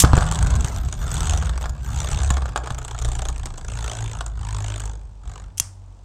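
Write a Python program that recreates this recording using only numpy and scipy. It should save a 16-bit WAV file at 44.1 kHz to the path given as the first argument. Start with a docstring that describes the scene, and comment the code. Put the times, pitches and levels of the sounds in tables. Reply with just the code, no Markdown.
"""A toy top races round a thin plastic bowl, close by in a small room. A launcher snaps and the top
lands with heavy thumps. Its tip scuffs the floor once a turn, ringing its body and the bowl; its
unbalance makes the bowl hum; it skips and knocks against the wall. A second top runs smoothly and
only hums. Near the end their metal rims clash."""
import sys
import numpy as np
from scipy import signal
from scipy.fft import rfft, irfft, next_fast_len
from scipy.io import wavfile
from scipy.ndimage import uniform_filter1d, map_coordinates

SR = 44100
rng = np.random.default_rng(int(sys.argv[2]) if len(sys.argv) > 2 else 0)


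def generate_wav(sig):
    """Save sig (samples, or channels by samples) to the path in sys.argv[1] as 16-bit PCM at SR."""
    pcm = np.round(np.clip(np.atleast_2d(sig).T, -1, 1) * 32767).astype(np.int16)
    wavfile.write(sys.argv[1], SR, pcm)


N = 266364

# Levels in tables are relative.
# launcher ratchet snaps (time [s], level [dB])
RATCHET_SNAPS = [(.001, -5), (.003, -16.5), (.0123, -16.5), (.017, -23), (.021, -14.5)]
# racing top's spin speed, slowing unevenly (time [s], speed [Hz])
SPIN_CURVE = [(0, 80.65), (1.2, 78.43), (1.9, 70.93), (2.25, 68.88), (2.55, 61.32), (2.8, 62.6),
              (2.95, 56.6), (3.1, 59.06), (3.45, 55.77), (3.7, 56.23), (4.2, 54.63), (4.5, 51.56),
              (4.85, 51.62), (5.2, 49.17), (6.04, 46.06)]
# swells of the tip's scraping (peak time [s], 10 dB rise [s], 10 dB fall [s], level [dB])
SCRAPE_SWELLS = [(.22, 0.15, 0.087, -40.5), (.7, 0.49, 0.16, -50.5), (1.241, 0.26, 0.21, -37),
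                 (2.071, 0.19, 0.27, -33), (3.068, 0.19, 0.2, -38.5), (3.58, 0.78, 0.064, -45),
                 (3.899, 0.25, 0.28, -33.5), (4.635, 0.21, 0.25, -34.5), (5.322, 0.07, .12, -44.5)]
# tip skitters after launch, wall hits and rough passes (start [s], end [s], depth [0-1])
SKITTER_SPELLS = [(0, .7, 0.74), (.75, .9, 0.42), (1.45, 1.64, 0.62), (2.33, 2.46, 0.67), (2.66, 2.72, 0.8),
                  (3.02, 3.1, 0.6)]
# tilted top touches mostly every second turn (start [s], end [s], even over odd turns [dB])
TILT_SPELLS = [(2.75, 3.68, 11)]
# tip squeaks at high speed (start [s], end [s], strength [0-1])
SQUEAK_SPELLS = [(.7, .8, 0.8), (1.0, 1.18, 1), (1.62, 1.66, 0.57), (1.86, 2.06, 0.74)]
# unbalance hum (time [s], once a turn [dB], twice a turn [dB])
UNBALANCE_LEVELS = [(.25, -35, -30.5), (.9, -42, -60), (1.17, -32, -37), (1.37, -22.5, -39),
                    (1.6, -37, -54), (1.95, -41, -36), (2.27, -17, -42), (2.45, -30.5, -44),
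                    (2.98, -38.5, -35), (3.08, -21, -29), (3.2, -32, -34.5), (3.6, -35, -55),
                    (3.74, -31, -32), (3.87, -22, -41.5), (4.03, -46, -25), (4.16, -38, -37),
                    (4.3, -30, -46.5), (4.62, -46, -28.5), (4.85, -29.5, -44), (5.0, -42, -51.5),
                    (5.3, -33, -60), (5.7, -35, -41), (6.04, -44, -49)]
# smooth top's hum (time [s], frequency [Hz], level [dB])
SMOOTH_HUM = [(.25, 65.26, -25.5), (.45, 62.55, -31), (.58, 61.3, -15.5), (.72, 61.6, -33.5),
              (.86, 60.6, -17), (1.0, 56.6, -39), (1.38, 57.3, -23.5), (1.7, 60.3, -27.5), (2.9, 55, -30.5),
              (6, 48.9, -63.5)]
# hard landings and wall hits (time [s], click level [dB], wall level [dB])
KNOCK_HITS = [(0.0381, -11, -9.5), (0.045, -10, -8.5), (0.1328, -22, -12), (.168, -17.5, -20.5),
              (.177, -18, -12), (.208, -17, -23), (0.223, -30, -19), (1.425, -22.5, -24),
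              (1.494, -22, -27.5), (1.577, -22, -30), (1.6405, -34.5, -25), (1.6571, -27.5, -25),
              (1.6945, -21, -37), (2.3037, -8, -17.5), (2.3688, -23.5, -20.5), (2.4204, -33, -24.5),
              (2.4567, -26, -27), (2.49, -29.5, -28.5), (2.5598, -14.5, -15), (2.5752, -21.5, -22),
              (2.659, -30, -34), (2.6729, -25.5, -24), (2.7048, -20, -25), (4.2082, -19, -22)]
# jolts of the whole bowl (time [s], level [dB])
THUMP_HITS = [(.0385, 6), (.134, 2), (.177, -7), (.645, -21), (2.308, -14), (2.712, -21), (5.605, -28)]
# tip landings after skips (time [s], level [dB])
SKIP_HITS = [(.2652, -19), (0.3136, -12), (.3229, -14.5), (0.337, -22), (0.347, -16.5), (0.3561, -13),
             (.389, -14), (0.4264, -11), (0.4695, -15.5), (0.5054, -15.5), (0.554, -16), (0.5614, -20.5),
             (0.608, -15.5), (0.6455, -11.5), (.6646, -28), (0.6832, -21.5), (0.6996, -35), (0.723, -29),
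             (0.7485, -28), (0.762, -20.5), (0.7837, -25.5), (0.85, -25.5), (0.8866, -25.5), (0.9258, -14),
             (1.116, -14), (1.142, -13), (1.1677, -16), (1.178, -20), (1.206, -13.5), (1.2308, -18),
             (1.256, -18), (1.27, -17), (1.296, -10.5), (1.308, -19), (1.3349, -13), (1.3748, -16),
             (1.3845, -26), (1.4567, -20), (1.6126, -26), (1.6273, -23.5), (2.0029, -16), (2.114, -18),
             (2.201, -29), (2.2336, -17), (2.2753, -27), (2.7218, -26), (2.7463, -26), (2.7859, -18.5),
             (2.8485, -19.5), (2.88, -22.5), (2.9117, -23), (2.9884, -18.5), (3.022, -17.5), (3.0542, -19),
             (3.0868, -21), (3.1199, -23), (3.153, -20), (3.186, -30), (3.2191, -20.5), (3.253, -17),
             (3.2863, -13.5), (3.38, -27.5), (3.457, -14.5), (3.5797, -21.5), (3.9156, -24), (4.008, -27),
             (4.2629, -19.5), (4.802, -18.5), (4.8553, -22.5)]
# tops graze, then clash (time [s], level [dB])
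CLASH_HITS = [(5.574, -35), (5.5796, -24.5), (5.583, -29.5), (5.599, -9)]

# resonances (frequency [Hz], level [dB])
BODY_MODES = [(3550, -5.5), (6200, -2), (7000, 3), (8050, 5)]  # racing top's hollow body
METAL_RIM_MODES = [(2760, -18.5), (3290, -13), (5950, -14), (6750, -6.5), (7290, -2), (8420, -5.5),
                   (9400, 4), (10100, -5.5), (12050, -9)]
# bowl resonances (frequency [Hz], level [dB], t60 [s])
BOWL_WALL_MODES = [(701, -7.5, 0.058), (862, -6, 0.05), (1149, -1, 0.03), (1435, -6, .03),
                   (1648, -6.5, 0.035), (2580, -4, 0.0031), (3300, -16, 0.041)]
BOWL_LOW_MODES = [(64, -18.5, 0.33), (81, 5.5, 0.043), (118.3, -3, 0.079), (217, -25.5, 0.16)]
# room decay (frequency [Hz], t60 [s])
ROOM_DECAY = [(150, 0.86), (2800, 0.16), (7000, 0.15), (14000, 0.13)]

# spectra (frequency [Hz], density [dB])
CRACK_SPECTRUM = [(300, -28.5), (2000, -16.5), (3000, -8), (4400, -11.5), (6000, 0), (7100, 0.5),
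                  (9400, -9), (13500, -13.5), (16000, -30)]
SHIMMER_SPECTRUM = [(300, -20), (1000, -6), (4000, -17), (5500, -2.5), (9000, -6), (10500, -19),
                    (16000, -38)]  # crack as sent towards the room's walls
RASP_SPECTRUM = [(900, -24.5), (1600, -2.5), (3400, 2.5), (5000, -7), (6200, 3.5), (8400, 0.5), (9100, -12),
                 (10000, -9), (11200, -25.5), (13000, -25.5), (16000, -44)]
FLOOR_SPECTRUM = [(120, -26), (240, -4), (440, 2), (530, -2.5), (720, 4.5), (1200, 2.5), (1600, 0),
                  (1950, -10.5), (5000, -15), (10000, -41)]
RUMBLE_SPECTRUM = [(16, -30), (32, 0.5), (65, 2.5), (135, -7.5), (300, -30.5), (800, -76)]
SQUEAK_SPECTRUM = [(10500, -24.5), (11750, 3), (12300, -14), (13000, -1), (13800, 5.5), (14500, -15),
                   (16000, -34)]
TICK_SPECTRUM = [(900, -17.5), (1600, -5), (3400, 3.5), (5000, -2.5), (7000, 7.5), (8400, 1), (9200, -4.5),
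                 (13500, -19), (16000, -26)]
WALL_SPECTRUM = [(120, -17.5), (440, -2), (700, 2.5), (1600, -1), (2000, -16), (5000, -11.5), (10000, -43)]  # bowl wall's crowded weaker modes
AIR_SPECTRUM = [(25, -13), (60, 5), (450, -12), (900, -8.5), (1900, -26), (8000, -27.5), (12000, -50)]

SCUFF_ATTACK_S, SCUFF_HOLD_S, SCUFF_RELEASE_S = 0.00028, 0.0027, 0.0015
SCUFF_SPREAD_DB, SKITTER_SPREAD_DB = 1.8, 9.5
DRAG_DB, DRAG_DB_PER_HZ = -28.5, 0.5458
ONSET_S, SETTLE_S, TILT_S, CALM_SKITTER = 0.053, 0.14, 0.021, 0.017
GLIDE_DB, SKITTER_SCUFF_DB = -67, -48.5  # tip between swells
FLOOR_DB, FLOOR_EXPONENT, SKITTER_FLOOR_DB = -13.5, 0.66, -40
RUMBLE_DB, RUMBLE_EXPONENT, RUMBLE_DB_PER_HZ = -32.5, 0.38, 0.5159
SQUEAK_DB, SIZZLE_DB = -59, -33


def amp(db):
    """Decibels to gain."""
    return 10 ** (np.asarray(db) / 20)


def unit(x):
    """Scale to rms 1."""
    return x / np.sqrt(np.mean(x ** 2) + 1e-20)


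def along(points, hz):
    """Interpolate (frequency [Hz], value) points on a log axis."""
    knots_hz, values = np.transpose(points)
    return np.interp(np.log(hz + 1), np.log(knots_hz), values)


def curves(rows):
    """Per-sample curve for each column after the time."""
    times_s, *columns = np.transpose(rows)
    return [np.interp(np.arange(N) / SR, times_s, column) for column in columns]


def spells(rows, attack_s, release_s):
    """State that ramps up before each start, holds, and decays after the end."""
    t = np.arange(N) / SR
    return np.max([depth * np.clip((t - start) / attack_s + 1, 0, 1)
                   * np.exp(-np.maximum(t - end, 0) / release_s) for start, end, depth in rows], axis=0)


def wobble(rate_hz):
    """Smooth random curve."""
    knots = rng.standard_normal(int(N * rate_hz / SR) + 4)
    return map_coordinates(knots, [np.arange(N) * rate_hz / SR])


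def coloured(x, spectrum):
    """Minimum-phase filter; keeps the power of white noise."""
    size = next_fast_len(N + SR // 2, real=True)
    gain = unit(amp(along(spectrum, np.fft.rfftfreq(size, 1 / SR))))
    cepstrum = irfft(np.log(gain), size)
    cepstrum[1:size // 2] *= 2
    cepstrum[size // 2 + 1:] = 0
    return irfft(rfft(x, size) * np.exp(rfft(cepstrum)), size)[:N]


def noise(spectrum):
    """Coloured noise, rms 1."""
    return coloured(rng.standard_normal(N), spectrum)


def grit(spread_db):
    """White noise of unequal micro-impacts."""
    return unit(rng.standard_normal(N) * amp(spread_db * rng.standard_normal(N)))


def patchy(x, depth_db, frame_samples=256):
    """x at rms 1 with randomly shifting colour."""
    frames = signal.stft(x, nperseg=frame_samples)[2]
    field = uniform_filter1d(rng.standard_normal(frames.shape), size=4, axis=0)
    field = uniform_filter1d(field, size=6, axis=1)
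    gain = amp(depth_db * np.tanh(unit(field)))
    return unit(signal.istft(frames * gain, nperseg=frame_samples)[1][:N])


def blows(times_s, db):
    """One impulse per event."""
    return np.bincount(np.clip(np.round(times_s * SR).astype(int), 0, N - 1), amp(db), N)


def decay(force, t60_s):
    """Amplitude of a body that stores and loses the energy of each push."""
    retained = amp(-60 / (t60_s * SR)) ** 2
    return np.sqrt(signal.lfilter([1], [1, -retained], force ** 2))


def cracks(hits, t60_s):
    """Hard on hard, ratchet or rims: short, bright noise bursts."""
    envelope = decay(blows(*np.transpose(hits)), t60_s)
    return coloured(envelope * rng.standard_normal(N), CRACK_SPECTRUM)


def shimmer(hits, t60_s=0.31, build_s=0.014):
    """Cracks scatter off the room's walls into a dense, bright tail."""
    energy = decay(blows(*np.transpose(hits)), t60_s=0.021) ** 2
    t = np.arange(SR // 2) / SR
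    tail = amp(-60 * t / t60_s) ** 2 * (1 - np.exp(-(t / build_s) ** 2))
    envelope = np.sqrt(np.abs(signal.fftconvolve(energy, tail / tail.sum())[:N]))
    return envelope * noise(SHIMMER_SPECTRUM)


def tip_contact(shape=2.39):
    """Scraping swells and fades as the top moves round the bowl; shape > 2 is flatter than a bell."""
    t = np.arange(N) / SR
    swells = [amp(db - 10 * np.abs((t - peak_s) / np.where(t < peak_s, rise_s, fall_s)) ** shape)
              for peak_s, rise_s, fall_s, db in SCRAPE_SWELLS]
    return np.linalg.norm(swells, axis=0)


def scuffs(turns, spin_hz, skitter, tilt_db, back_width_s=0.0009):
    """Tip force: an abrupt scuff each turn, a weak one half a turn later, light drag between."""
    turns = turns + 0.53 * skitter * wobble(55)  # skittering tip lands early or late
    turn = np.round(turns).astype(int)
    even, odd = amp(tilt_db / 2), amp(-tilt_db / 2)
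    size = np.where(turn % 2, odd, even) / np.sqrt((even ** 2 + odd ** 2) / 2)
    scatter = np.minimum(rng.standard_normal(turn.max() + 1), 1)[turn]
    size = size * amp((SCUFF_SPREAD_DB + SKITTER_SPREAD_DB * skitter) * scatter)
    since_s = (turns - turn) / spin_hz
    attack = np.minimum(since_s + SCUFF_HOLD_S / 2, 0) / SCUFF_ATTACK_S
    release = np.maximum(since_s - SCUFF_HOLD_S / 2, 0) / SCUFF_RELEASE_S
    front = size * np.exp(attack - release)
    from_half_turn_s = 0.5 / spin_hz - np.abs(since_s)
    back = amp(-28 + 9 * np.tanh(wobble(60))) * np.exp(-from_half_turn_s / back_width_s)
    speed_db = DRAG_DB_PER_HZ * (spin_hz - spin_hz.min())
    drag = amp(DRAG_DB + speed_db + 4.2 * skitter + 10 * np.tanh(wobble(400)))
    return unit(np.sqrt(front ** 2 + back ** 2 + drag ** 2))


def pings(force, t60_s, spread_db, drift):
    """Top's body rings; mode levels and pitches shift as it turns."""
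    ring, power = 0, 0
    for hz, db in BODY_MODES:
        glide = drift * np.tanh(wobble(70) + 0.296 * wobble(1500))
        gain = amp(db + spread_db * np.tanh(wobble(60)))
        ring = ring + gain * np.sin(2 * np.pi * np.cumsum(hz * (1 + glide)) / SR)
        power = power + gain ** 2
    envelope = decay(force, t60_s)
    return unit(ring / np.sqrt(power)) * envelope * np.linalg.norm(force) / np.linalg.norm(envelope)


def bowl_floor(envelope, depth_db):
    """Crowded modes of the plastic; the strong ones change with the top's position."""
    modes = patchy(rng.standard_normal(N), depth_db, frame_samples=1024)
    return coloured(envelope * modes, FLOOR_SPECTRUM)


def unbalance(turns, tilt_db, waver_db=1):
    """Bowl hums once and twice a turn; tilt adds a half-rate wobble."""
    first_db, second_db = [db + waver_db * wobble(19) for db in curves(UNBALANCE_LEVELS)]
    angle = 2 * np.pi * turns
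    half = amp(-1.5) * (1 - amp(-tilt_db)) * np.cos(angle / 2)
    return np.sqrt(2) * (amp(first_db) * (half + np.cos(angle)) + amp(second_db) * np.sin(2 * angle))


def racing_top():
    """Tip rasps, pings and squeaks; the thin floor rings per scuff and rumbles more at speed."""
    spin_hz, = curves(SPIN_CURVE)
    turns = np.cumsum(spin_hz) / SR
    contact = tip_contact()
    skitter = np.maximum(spells(SKITTER_SPELLS, ONSET_S, SETTLE_S), CALM_SKITTER)
    tilt_db = spells(TILT_SPELLS, TILT_S, TILT_S)
    force = scuffs(turns, spin_hz, skitter, tilt_db)

    scrape = force * np.sqrt(contact ** 2 + amp(GLIDE_DB) ** 2 + (amp(SKITTER_SCUFF_DB) * skitter) ** 2)
    rasp = coloured(amp(-3) * scrape * patchy(grit(spread_db=5), depth_db=8), RASP_SPECTRUM)
    ring = amp(-6) * pings(scrape, t60_s=0.0041, spread_db=11, drift=0.044)

    shake = np.hypot(amp(FLOOR_DB) * contact ** FLOOR_EXPONENT, amp(SKITTER_FLOOR_DB) * skitter)
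    floor = bowl_floor(shake * unit(decay(force, t60_s=0.042)), depth_db=7)
    rumble_db = RUMBLE_DB + RUMBLE_DB_PER_HZ * (spin_hz - spin_hz.mean())
    rumble = amp(rumble_db) * unit(shake) ** RUMBLE_EXPONENT * noise(RUMBLE_SPECTRUM)
    lumps = amp(4 * wobble(16))

    squeak_gain = amp(SQUEAK_DB) * spells(SQUEAK_SPELLS, ONSET_S, ONSET_S) + amp(SIZZLE_DB) * contact
    squeak = squeak_gain * unit(decay(force, t60_s=0.008)) * patchy(noise(SQUEAK_SPECTRUM), depth_db=13)
    return rasp + ring + squeak + floor + lumps * rumble + unbalance(turns, tilt_db)


def smooth_top(pitch_waver=0.0092):
    """Low, slightly unsteady hum at the rate of spin."""
    hz, db = curves(SMOOTH_HUM)
    hz = hz * (1 + pitch_waver * wobble(5))
    return np.sqrt(2) * amp(db - 2 + 0.9 * wobble(33)) * np.sin(2 * np.pi * np.cumsum(hz) / SR)


def room(x, build_s):
    """Small room's tail; lows last longest."""
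    hz, t, frames = signal.stft(rng.standard_normal(SR // 2), SR, nperseg=256)
    tail = signal.istft(frames * amp(-60 * t / along(ROOM_DECAY, hz)[:, None]), SR, nperseg=256)[1]
    tail = tail * (1 - np.exp(-(np.arange(len(tail)) / SR / build_s) ** 2))
    return signal.fftconvolve(x, tail / np.linalg.norm(tail))[:N]


def knocks():
    """Top clicks and pings; the wall clacks, its modes differing from place to place."""
    times_s, click_db, wall_db = np.transpose(KNOCK_HITS)
    click = decay(blows(times_s, click_db - 9.5), t60_s=0.024)
    t = np.arange(SR // 8) / SR
    clack = np.zeros(N + len(t))
    for start_s, hit_db in zip(times_s, wall_db):
        for hz, db, t60_s in BOWL_WALL_MODES:
            place_db, detune = rng.normal(0, 1.5), rng.normal(0, 0.04)
            envelope = amp(hit_db + db + place_db - 2.5 - 60 * t / t60_s)
            mode = np.sin(2 * np.pi * hz * (1 + detune) * t) * rng.choice([-1, 1])
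            clack[int(start_s * SR):][:len(t)] += envelope * mode
    shake = decay(blows(times_s, wall_db - 5.5), t60_s=0.055)
    wall = coloured(shake * rng.standard_normal(N), WALL_SPECTRUM)
    ring = amp(-4.5) * pings(click, t60_s=0.005, spread_db=8, drift=0.04)
    tick = coloured(click * patchy(grit(spread_db=3), depth_db=12), TICK_SPECTRUM)
    return tick + ring + clack[:N] + wall


def thumps():
    """Whole bowl bounces in its lowest modes."""
    t = np.arange(SR // 2) / SR
    ring = sum(amp(db - 60 * t / t60_s) * np.sin(2 * np.pi * hz * t) for hz, db, t60_s in BOWL_LOW_MODES)
    return -signal.fftconvolve(blows(*np.transpose(THUMP_HITS)), ring)[:N]


def skips(median_flight_s=0.0105, rebound_loss_db=13):
    """Tip lands with a tick, rings body and floor, rebounds once."""
    times_s, db = np.transpose(SKIP_HITS)
    flight_s = median_flight_s * np.exp(0.56 * rng.standard_normal(len(times_s)))
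    force = blows(times_s, db) + blows(times_s + flight_s, db - rebound_loss_db)
    tick = coloured(decay(force, t60_s=0.018) * patchy(grit(spread_db=3), depth_db=7), TICK_SPECTRUM)
    ring = pings(decay(force, t60_s=0.012), t60_s=0.0061, spread_db=16.5, drift=0.058)
    floor = bowl_floor(decay(force, t60_s=0.052), depth_db=0.5)
    return amp(-10.5) * tick + amp(-9) * ring + amp(-15.5) * floor


def clashes(t60_cycles=216):
    """Rim meets rim: dry crack, brief metallic ring."""
    t = np.arange(SR // 8) / SR
    modes = sum(amp(db - 60 * hz * t / t60_cycles) * np.sin(2 * np.pi * (hz * t + rng.random()))
                for hz, db in METAL_RIM_MODES)
    ring = signal.fftconvolve(blows(*np.transpose(CLASH_HITS)), modes)[:N]
    return amp(-8.5) * ring + amp(0.5) * cracks(CLASH_HITS, t60_s=0.019)


def scene():
    """Tops and bowl close by, room behind, over a faint steady rush."""
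    tops = racing_top() + smooth_top() + skips() + knocks()
    launcher = cracks(RATCHET_SNAPS, t60_s=0.057)
    rims = clashes()
    echo = amp(-17) * room(tops, build_s=0.02) + amp(-15.5) * shimmer(RATCHET_SNAPS + CLASH_HITS)
    air = amp(-55) * noise(AIR_SPECTRUM)
    return (tops + launcher + rims + thumps() + echo + air)[None]


def record(dry):
    """Microphone clips on the heaviest thumps; brick-wall band limit."""
    ceiling, cutoff_hz = 0.72, 15900
    clipped = np.clip(dry, -ceiling, ceiling)
    size = next_fast_len(N + SR // 2)
    passband = np.fft.rfftfreq(size, 1 / SR) < cutoff_hz
    return irfft(rfft(clipped, size) * passband, size)[:, :N]


dry = scene()
out = record(dry)
generate_wav(out)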